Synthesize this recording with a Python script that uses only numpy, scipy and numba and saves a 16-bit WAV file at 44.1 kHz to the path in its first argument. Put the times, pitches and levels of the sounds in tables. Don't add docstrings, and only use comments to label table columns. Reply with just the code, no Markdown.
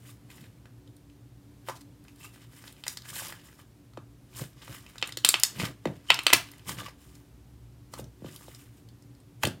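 import sys
import numpy as np
from scipy import signal
from scipy.fft import rfft, irfft
from scipy.io import wavfile
from scipy.ndimage import uniform_filter1d
from numba import njit

SR = 44100
rng = np.random.default_rng(int(sys.argv[2]) if len(sys.argv) > 2 else 0)


def pcm_store(signal):
    levels = np.round(np.clip(np.atleast_2d(signal), -1, 1) * 32767)
    wavfile.write(sys.argv[1], SR, levels.astype(np.int16).T)


def makeup_ratio(level_db):
    decades = np.asarray(level_db, float) / 20
    return 10 ** decades


N = 423360


def level(x, db):
    return x * makeup_ratio(db) / np.sqrt(np.mean(x ** 2))


def band(x, low_hz, high_hz):
    sos = signal.butter(2, [low_hz, high_hz], "bandpass", fs=SR, output="sos")
    return signal.sosfilt(sos, x)


@njit
def svf(x, hz, width_hz):
    y, band_state, low_state = np.empty(len(x)), 0., 0.
    g, k = np.tan(np.pi * hz / SR), width_hz / hz
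    for i in range(len(x)):
        v = (band_state + g * (x[i] - low_state)) / (1 + g * (g + k))
        band_state = 2 * v - band_state
        low_state += 2 * g * v
        y[i] = k * v
    return y


@njit
def grains(n, at, hz, cycles, size, glide, soft):
    out = np.zeros(n)
    for k in range(len(at)):
        f, phase, age = hz[k], 0., 0.
        for i in range(at[k], min(n, at[k] + int(12 * cycles[k] * SR / f) + 2)):
            rise = np.exp(-3 * age)
            out[i] += size[k] * np.exp(-age) * (1 - rise) * (1 - soft * rise) * np.sin(phase)
            phase += 2 * np.pi * f / SR
            age += f / SR / cycles[k]
            f *= 1 + glide * f / SR
    return 2 * out


def walk(rate_hz):
    hold = int(SR / rate_hz)
    steps = np.repeat(rng.standard_normal(N // hold + 1), hold)
    return 1.3 * uniform_filter1d(uniform_filter1d(steps, hold), hold)[:N]


def swells(rows, extra_db):
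    t, power = np.arange(0, N, 50) / SR, 0
    for (s, db, swell_s, fade_s), more_db in zip(rows, extra_db):
        away = np.maximum((s - t) / max(swell_s, .004), (t - s) / max(fade_s, .004))
        power = power + makeup_ratio(db + more_db - 20 * away) ** 2
    return np.interp(np.arange(N) / SR, t, np.sqrt(power))


def air():
    # f/Hz, level/dB per Hz
    air_spectrum = [(15, -48.5), (25, -24), (117, -1), (195, -9), (285, -9.5), (335, -15), (373, -15),
                    (560, -22), (754, -24), (1260, -28.5), (2220, -31.5), (14800, -38.5), (16000, -44.5)]
    # f/Hz, width/Hz, level/dB
    duct_modes = [(59.6, 11, -65), (116.9, 11, -58), (287.6, 9.1, -64.5), (368.2, 7.7, -73)]
    hz, db = np.transpose(air_spectrum)
    f = np.maximum(np.arange(N // 2 + 1) * SR / N, 1)
    shape = makeup_ratio(np.interp(np.log(f), np.log(hz), db))
    bed = irfft(rfft(rng.standard_normal(N)) * shape, N)
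    out = level(bed, -57) * makeup_ratio(0.38 * walk(4.1))
    for hz, width_hz, db in duct_modes:
        mode = svf(svf(rng.standard_normal(N), 1. * hz, 1. * width_hz), 1. * hz, 2. * width_hz)
        out = out + level(mode, db) * makeup_ratio(1.8 * walk(0.82))
    return out


def room():
    # upper band edge f/Hz, t60/s, level/dB
    decay_bands = [(1040, 0.24, -13.5), (4860, .24, -14.5), (9673, .22, -16.5), (19700, 0.2, -15)]
    scatter_t60_s, scatter_db = 0.033, -8.5
    t, low_hz = np.arange(SR // 2) / SR, 120
    out = level(rng.standard_normal(len(t)) * makeup_ratio(-60 * t / scatter_t60_s), scatter_db)
    for hz, t60_s, db in decay_bands:
        tail = band(rng.standard_normal(len(t)), low_hz, hz) * makeup_ratio(-60 * t / t60_s)
        tail = tail * np.clip(t / 0.0035, 0, 1)
        width_db = 10 * np.log10((hz - low_hz) * 2 / SR)
        out = out + level(tail, db + width_db + 3.5)
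        low_hz = hz
    return out / np.sqrt(len(t))


def echoes(bursts):
    # delay t/s, level/dB
    bounces = [
        (.0016, -2),
        (.0065, -22),
        (0.0157, -14.5),
    ]
    out = np.zeros(N)
    for (s, db), top_hz in zip(bounces, [18000, 18000, 6000]):
        lag = int(s * SR)
        out[lag:] += makeup_ratio(db) * band(bursts, 900, top_hz)[:-lag]
    return out


def table_rumble():
    # f/Hz, width/Hz, level/dB
    table_modes = [(70, 27, -4.5), (125, 47, 23), (191, 120, -0.5), (288.8, 31, -5)]
    # t/s, level/dB, swell/s, fade/s
    push_rows = [(.03, -58, .1, .15), (.3, -53.5, .1, 0.076), (.42, -51, .08, 0.15), (.62, -61, .15, 0.36),
                 (.87, -58.5, .1, 0.18), (1.69, -61, .04, .2), (1.88, -54, .06, 0.061),
                 (2.254, -63, .08, 0.049), (3.12, -50, .05, 0.17), (3.3, -47, .15, 0.22),
                 (3.99, -48, .02, .06), (4.42, -40, .08, .07), (4.7, -39.5, .02, 0.062),
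                 (5.03, -46, .02, 0.18), (5.25, -43, .01, 0.065), (5.63, -30, .08, 0.091),
                 (5.882, -31, .03, 0.09), (6.105, -40, .01, 0.11), (6.335, -42, .01, 0.096),
                 (6.7, -36.5, .04, 0.094), (6.79, -40, .03, 0.12), (8.0, -39.5, .07, 0.1),
                 (8.27, -43, .05, 0.14), (9.445, -25.5, .02, 0.1)]
    push_gain = swells(push_rows, [0] * len(push_rows))
    push = rng.standard_normal(N) * makeup_ratio(1.9 * walk(43))
    modes = sum(makeup_ratio(db) * svf(push, 1. * hz, 1. * width_hz) for hz, width_hz, db in table_modes)
    return push_gain * band(level(modes, -3), 68, 760)


def thumps():
    # t/s, peak level/dB, pitch f/Hz at ref_s, fade/s
    blows = [(5.8543, -15, 500, .008), (5.872, -27, 450, .01), (3.9725, -31, 520, .008),
             (8.2205, -35, 300, .012), (8.244, -31, 420, .012), (9.4325, -10, 1150, .0045),
             (9.469, -23, 450, .01), (4.693, -39, 300, .015), (4.416, -35, 380, .01),
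             (8.481, -42, 500, .006), (1.684, -35, 700, .004), (5.025, -30, 700, .005),
             (6.102, -12, 950, .004), (6.265, -18, 750, .004), (6.331, -14, 620, .005),
             (5.34, -27, 600, .005), (5.632, -30, 350, .012), (7.992, -40, 400, .01)]
    ref_s, fall, rise_s = .004, .72, .0014
    out, t = np.zeros(N), np.arange(1, SR // 8) / SR
    for s, peak_db, hz, fade_s in blows:
        turns = hz * ref_s * (t / ref_s) ** (1 - fall) / (1 - fall)
        envelope = (1 - np.exp(-t / rise_s)) ** 2 * np.exp(-t / fade_s)
        wave = makeup_ratio(peak_db - 1.5) * envelope * np.sin(2 * np.pi * turns)
        start = int(s * SR)
        out[start:][:len(t)] += wave[:N - start]
    return out


def crackle(count, centre_hz, octaves, cycles, spread_db):
    when, up, down, size = rng.random((count, 4)).T
    at = (when * N).astype(np.int64)
    hz = np.clip(centre_hz * 2 ** (octaves * (up - down)), 300, 17000)
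    sign = np.where(np.arange(count) % 2, 1, -1)
    size = makeup_ratio(spread_db * np.minimum(-np.log(1 - size), 5.5)) * sign
    return level(grains(N, at, hz, np.full(count, cycles), size, 0., 0.), 0)


def peeling():
    # t/s of most pull, level/dB, swell/s, fade/s (per 20 dB),
    # treble/dB
    effort_rows = [(0.09, -56.5, .12, 0.083, 0.5), (0.301, -56, .02, 0.21, -4.5), (.36, -60.5, .1, 0.16, 1),
                   (.45, -59.5, .1, 0.032, -14.5), (1.687, -45, .03, 0.06, -3), (1.765, -57, .04, .05, 0),
                   (1.812, -58, .008, .015, 2), (2.09, -66, 0.063, 0.11, -3), (2.251, -51, .08, .06, 0),
                   (2.35, -57.5, .06, 0.076, -0.5), (2.42, -58, .05, 0.068, -8), (2.58, -59.5, .15, 0.21, 0),
                   (2.68, -56, .1, 0.087, -0.5), (2.79, -64, .08, 0.15, -1.5), (2.9, -49.5, .05, .08, 6),
                   (3.06, -56.5, .04, 0.055, -10), (3.104, -46, .05, .012, 4), (3.14, -47, .012, .06, 2),
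                   (3.165, -41, .05, .15, 2), (3.23, -45, .15, .15, -2.5), (3.3, -45, .1, .045, -1.5),
                   (3.37, -57, .05, .15, -20), (3.46, -61, .08, 0.25, 0.5), (3.596, -52.5, .02, 0.0397, -7),
                   (4.377, -47, .03, .1, 4), (4.422, -47, .1, 0.048, -2), (4.63, -52.5, .1, 0.18, -13),
                   (4.75, -48, 0.13, 0.097, -1), (4.9, -60, .2, 0.23, -4.5), (5.088, -51.5, .15, 0.046, -7),
                  (5.3, -55, 0.13, 0.32, -6), (5.5, -59.5, 0.27, 0.063, -7.5),
                  (5.605, -38, 0.047, 0.075, -8), (5.655, -36.5, 0.1, 0.048, -9),
                  (5.95, -62, 0.25, .15, -5.5), (6.099, -51, 0.066, .3, -12.5),
                  (6.3, -49.5, 0.19, 0.42, -8.5), (6.693, -37, 0.03, 0.08, -1), (6.787, -39, .03, .06, -8),
                  (6.865, -46, .07, .06, -8.5), (7.02, -63, .08, 0.22, 0.5), (7.13, -66, .15, 0.19, 1.5),
                  (7.94, -55.5, .03, 0.067, 1), (7.995, -51, 0.047, 0.036, 1),
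                  (8.04, -64, 0.029, 0.031, -7), (8.27, -53.5, .06, .15, -8.5), (8.34, -57, .1, 0.26, 2.5),
                  (8.47, -61, 0.272, 0.24, 1), (8.62, -60, 0.309, 0.11, 1), (8.78, -69, 0.075, 0.082, 5.5),
                  (9.433, -42, 0.018, .03, 1.5)]
    efforts = np.array(effort_rows)
    body_gain = swells(efforts[:, :4], 0 * efforts[:, 4])
    treble_gain = swells(efforts[:, :4], efforts[:, 4])
    ragged = makeup_ratio(1.9 * walk(110) + .7 * walk(40))
    body = crackle(count=12000, centre_hz=1870, octaves=.8, cycles=2.2, spread_db=3.0)
    wide = crackle(count=30000, centre_hz=3900, octaves=2.2, cycles=1.1, spread_db=2.8)
    treble = crackle(count=70000, centre_hz=11300, octaves=1.3, cycles=1.3, spread_db=2.6)
    tearing = body_gain * (makeup_ratio(-18.5) * body + wide) + makeup_ratio(-0.5) * treble_gain * treble
    return ragged * band(tearing, 450, 20000)


def squeaks():
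    # t/s, peak level/dB, f/Hz, length/cycles
    whistles = [(5.24, -42, 3000, 12), (6.0865, -38, 3000, 10), (6.0935, -35, 2950, 8),
                (6.0975, -27, 3035, 14), (6.107, -14, 2900, 6), (6.113, -19, 3300, 6),
                (6.118, -11, 3200, 2.5), (6.806, -41, 1170, 9), (1.69, -33.5, 990, 10.5),
                (2.205, -49, 2640, 30), (2.24, -44.5, 2640, 37), (2.241, -53, 1216, 16),
                (3.053, -47, 1670, 10), (6.86, -38, 1135, 7.9), (6.881, -40, 1240, 4)]
    s, peak_db, hz, cycles = np.transpose(whistles)
    return grains(N, (s * SR).astype(np.int64), hz, cycles, makeup_ratio(peak_db), .0006, 0.)


def pockets():
    # t/s, peak level/dB, cavity f/Hz, thud/dB, snap/dB
    big_rows = [(2.838, -26.5, 3300, -35.5, -9), (2.8664, -25, 1800, -35, -5), (2.88, -12, 6060, -46, -10),
                (2.972, -21, 4118, -53, -9.5), (4.982, -26.5, 4020, -26, -12.5),
                (5.0258, -9, 2850, -25, -35), (5.074, -26, 8000, -22, -6), (5.123, -23.5, 4056, -28.5, -14),
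                (5.172, -16, 4363, -17, -8), (5.2477, -3, 3280, -46.5, 2), (5.289, 4, 8390, -45.5, -12),
                (5.3412, -3, 2900, -35.5, -26), (5.3985, -16, 11500, -40, -10), (5.4344, 2, 6873, -53, -10),
                (6.103, 3, 2650, -29, -22), (6.1427, -15, 5000, -31, -6.5), (6.19, -13, 2665, -27, -16),
                (6.2665, 0.5, 3002, -31, -13), (6.3025, -12, 2500, -19, -25.5),
                (6.3295, -6, 2005, -22, -5.5), (6.3325, 2, 2500, -37.5, -1),
                (9.4334, -12, 2820, -25, -10.5), (9.435, -15, 1900, -28, 0), (9.4518, -13, 3000, -35, -4)]
    # t/s, peak level/dB, cavity f/Hz, thud/dB
    slap_rows = [(1.686, -22, 1140, -40), (1.697, -24, 990, -40), (3.221, -38, 778, -17),
                 (3.973, -39, 2400, -20), (3.9735, -35, 1200, -20), (4.679, -35, 1300, -19),
                 (5.599, -17.5, 2300, -19), (5.634, -25.5, 1700, -10), (5.8548, -23, 1900, -20),
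                 (5.873, -33, 2300, -20), (6.717, -30.5, 1864, -13), (6.819, -40, 790, -3),
                 (6.883, -34.5, 1160, -19.5), (6.1045, -11.5, 1200, -29), (7.938, -29, 1200, -24),
                 (7.977, -41, 950, -6), (7.994, -37.5, 788, 4.5), (8.245, -44, 1500, -20),
                 (8.482, -45.5, 771, 4.5), (9.472, -30, 1500, -20)]
    # t/s, peak level/dB, cavity f/Hz
    tick_rows = [(0.302, -37.5, 2370), (0.381, -43.5, 1840), (0.656, -42.5, 1580), (0.8754, -47.5, 3630),
                 (.9662, -43, 10100), (1.0987, -51, 2900), (1.809, -43, 5030), (.44, -43.5, 2500),
                 (2.04, -47, 11000), (2.16, -46, 10000), (2.05, -47.5, 1540), (2.082, -41, 2570),
                 (2.36, -44.5, 1580), (2.533, -46, 1720), (2.64, -37, 1660), (2.678, -32.5, 3830),
                 (2.7252, -38, 10900), (2.765, -48, 2840), (3.02, -35, 4350), (3.056, -38.5, 1700),
                 (3.092, -30, 9150), (3.104, -31.5, 7410), (3.165, -30, 1680), (3.2832, -28.5, 11100),
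                 (3.324, -28, 1680), (3.487, -47, 1880), (3.528, -45, 1620), (3.592, -47, 1190),
                 (4.864, -36.5, 2670), (4.957, -37, 1520), (5.0915, -33, 1980), (5.0918, -33, 9000),
                   (6.234, -29, 11000), (6.487, -39, 2830), (6.516, -33.5, 12020), (6.536, -42.5, 2030),
                   (6.5813, -42.5, 10300), (6.5944, -44, 3000), (6.6294, -57, 3680), (7.153, -41.5, 6610),
                   (8.042, -39, 5930), (8.361, -29.5, 11000), (5.015, -31.5, 3300), (9.472, -18, 9100),
                   (9.15, -50, 5010), (7.9377, -28, 5500), (7.998, -34, 7060), (6.648, -45.5, 5000),
                   (8.5478, -34.5, 5500), (8.888, -43, 4410), (9.0234, -44.5, 5500), (9.202, -48.5, 8970),
                 (3.1356, -34, 7800), (3.1561, -32, 4200), (8.2602, -43, 2830), (8.2896, -43, 1740),
                   (8.3245, -40, 7050), (8.3615, -40, 3200), (8.4817, -41, 3830), (8.41, -46, 1150),
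                   (8.515, -47, 2150), (4.3497, -42, 3520), (4.3662, -36, 7520), (4.3777, -35, 7460),
                   (4.41, -36, 7000), (4.438, -37, 1600), (4.5313, -50, 5280), (4.7264, -37, 6000),
                   (4.7268, -41, 1400), (4.8062, -42, 5300), (1.716, -40, 6000), (1.763, -42, 4500),
                   (1.771, -42, 5800), (1.815, -43, 6000), (3.935, -48, 4300), (3.9352, -50, 1300),
                   (5.2535, -16, 9000), (6.3385, -10, 8200), (6.334, -3, 8300), (6.3335, -8, 15000),
                   (5.059, -42, 11000), (5.187, -34, 4500), (6.084, -42, 8000), (5.8552, -31, 5500),
                   (5.172, -25, 13500)]
    rows = [(*row, 0.8) for row in big_rows]
    rows += [(*row, -17.5, 0.96) for row in slap_rows]
    rows += [(*row, -21.5, -10, 1.2) for row in tick_rows]
    return np.transpose(rows)


def pops():
    s, peak_db, hz, thud_db, snap_db, ring = pockets()
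    at, ring = (s * SR).astype(np.int64), np.clip(ring, .4, 8)
    chance = rng.random((200, 10))[:len(s)].T
    sign = np.where(chance[0] < .5, -1., 1.)
    out = grains(N, at, hz, ring, sign * makeup_ratio(peak_db + .7), 0., .8)
    out += grains(N, at + 10, .48 * hz, 0 * s + .6, -sign * makeup_ratio(peak_db - 14), 0., 0.)
    out += grains(N, at, np.minimum(1.377 * hz, 15000), ring, sign * makeup_ratio(peak_db - 6.5), 0., .8)
    thud_hz = 400 + 160 * chance[1]
    out += grains(N, at + 30, thud_hz, 0 * s + 0.91, makeup_ratio(peak_db + thud_db - 6.5), -0.25, 0.)
    for k, (low_hz, share) in enumerate([(3800, 0.3), (5800, 0.55), (8500, 0.93), (12000, 0.9)]):
        late = (60 * chance[2 + k]).astype(np.int64)
        snap_hz = low_hz * (1 + .35 * chance[6 + k])
        out += grains(N, at + late, snap_hz, 0 * s + 1.4, makeup_ratio(peak_db + share * snap_db - 4.5), 0., 0.)
    return band(out - 0.28 * svf(out, 5300., 1000.), 250, 22000)


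def scene():
    bursts = pops()
    soft = squeaks() + peeling() + table_rumble() + thumps()
    to_walls = bursts + makeup_ratio(-5.5) * soft
    reverb = signal.fftconvolve(to_walls, makeup_ratio(6.0) * room())[:N]
    return (bursts + soft + reverb + air() + echoes(bursts))[None]


def low_pass(x):
    return signal.sosfilt(signal.butter(12, 15900, fs=SR, output="sos"), x)


def record(dry):
    flattened = np.clip(dry, -.98, .98)
    return low_pass(flattened)


dry = scene()
out = record(dry)
pcm_store(out)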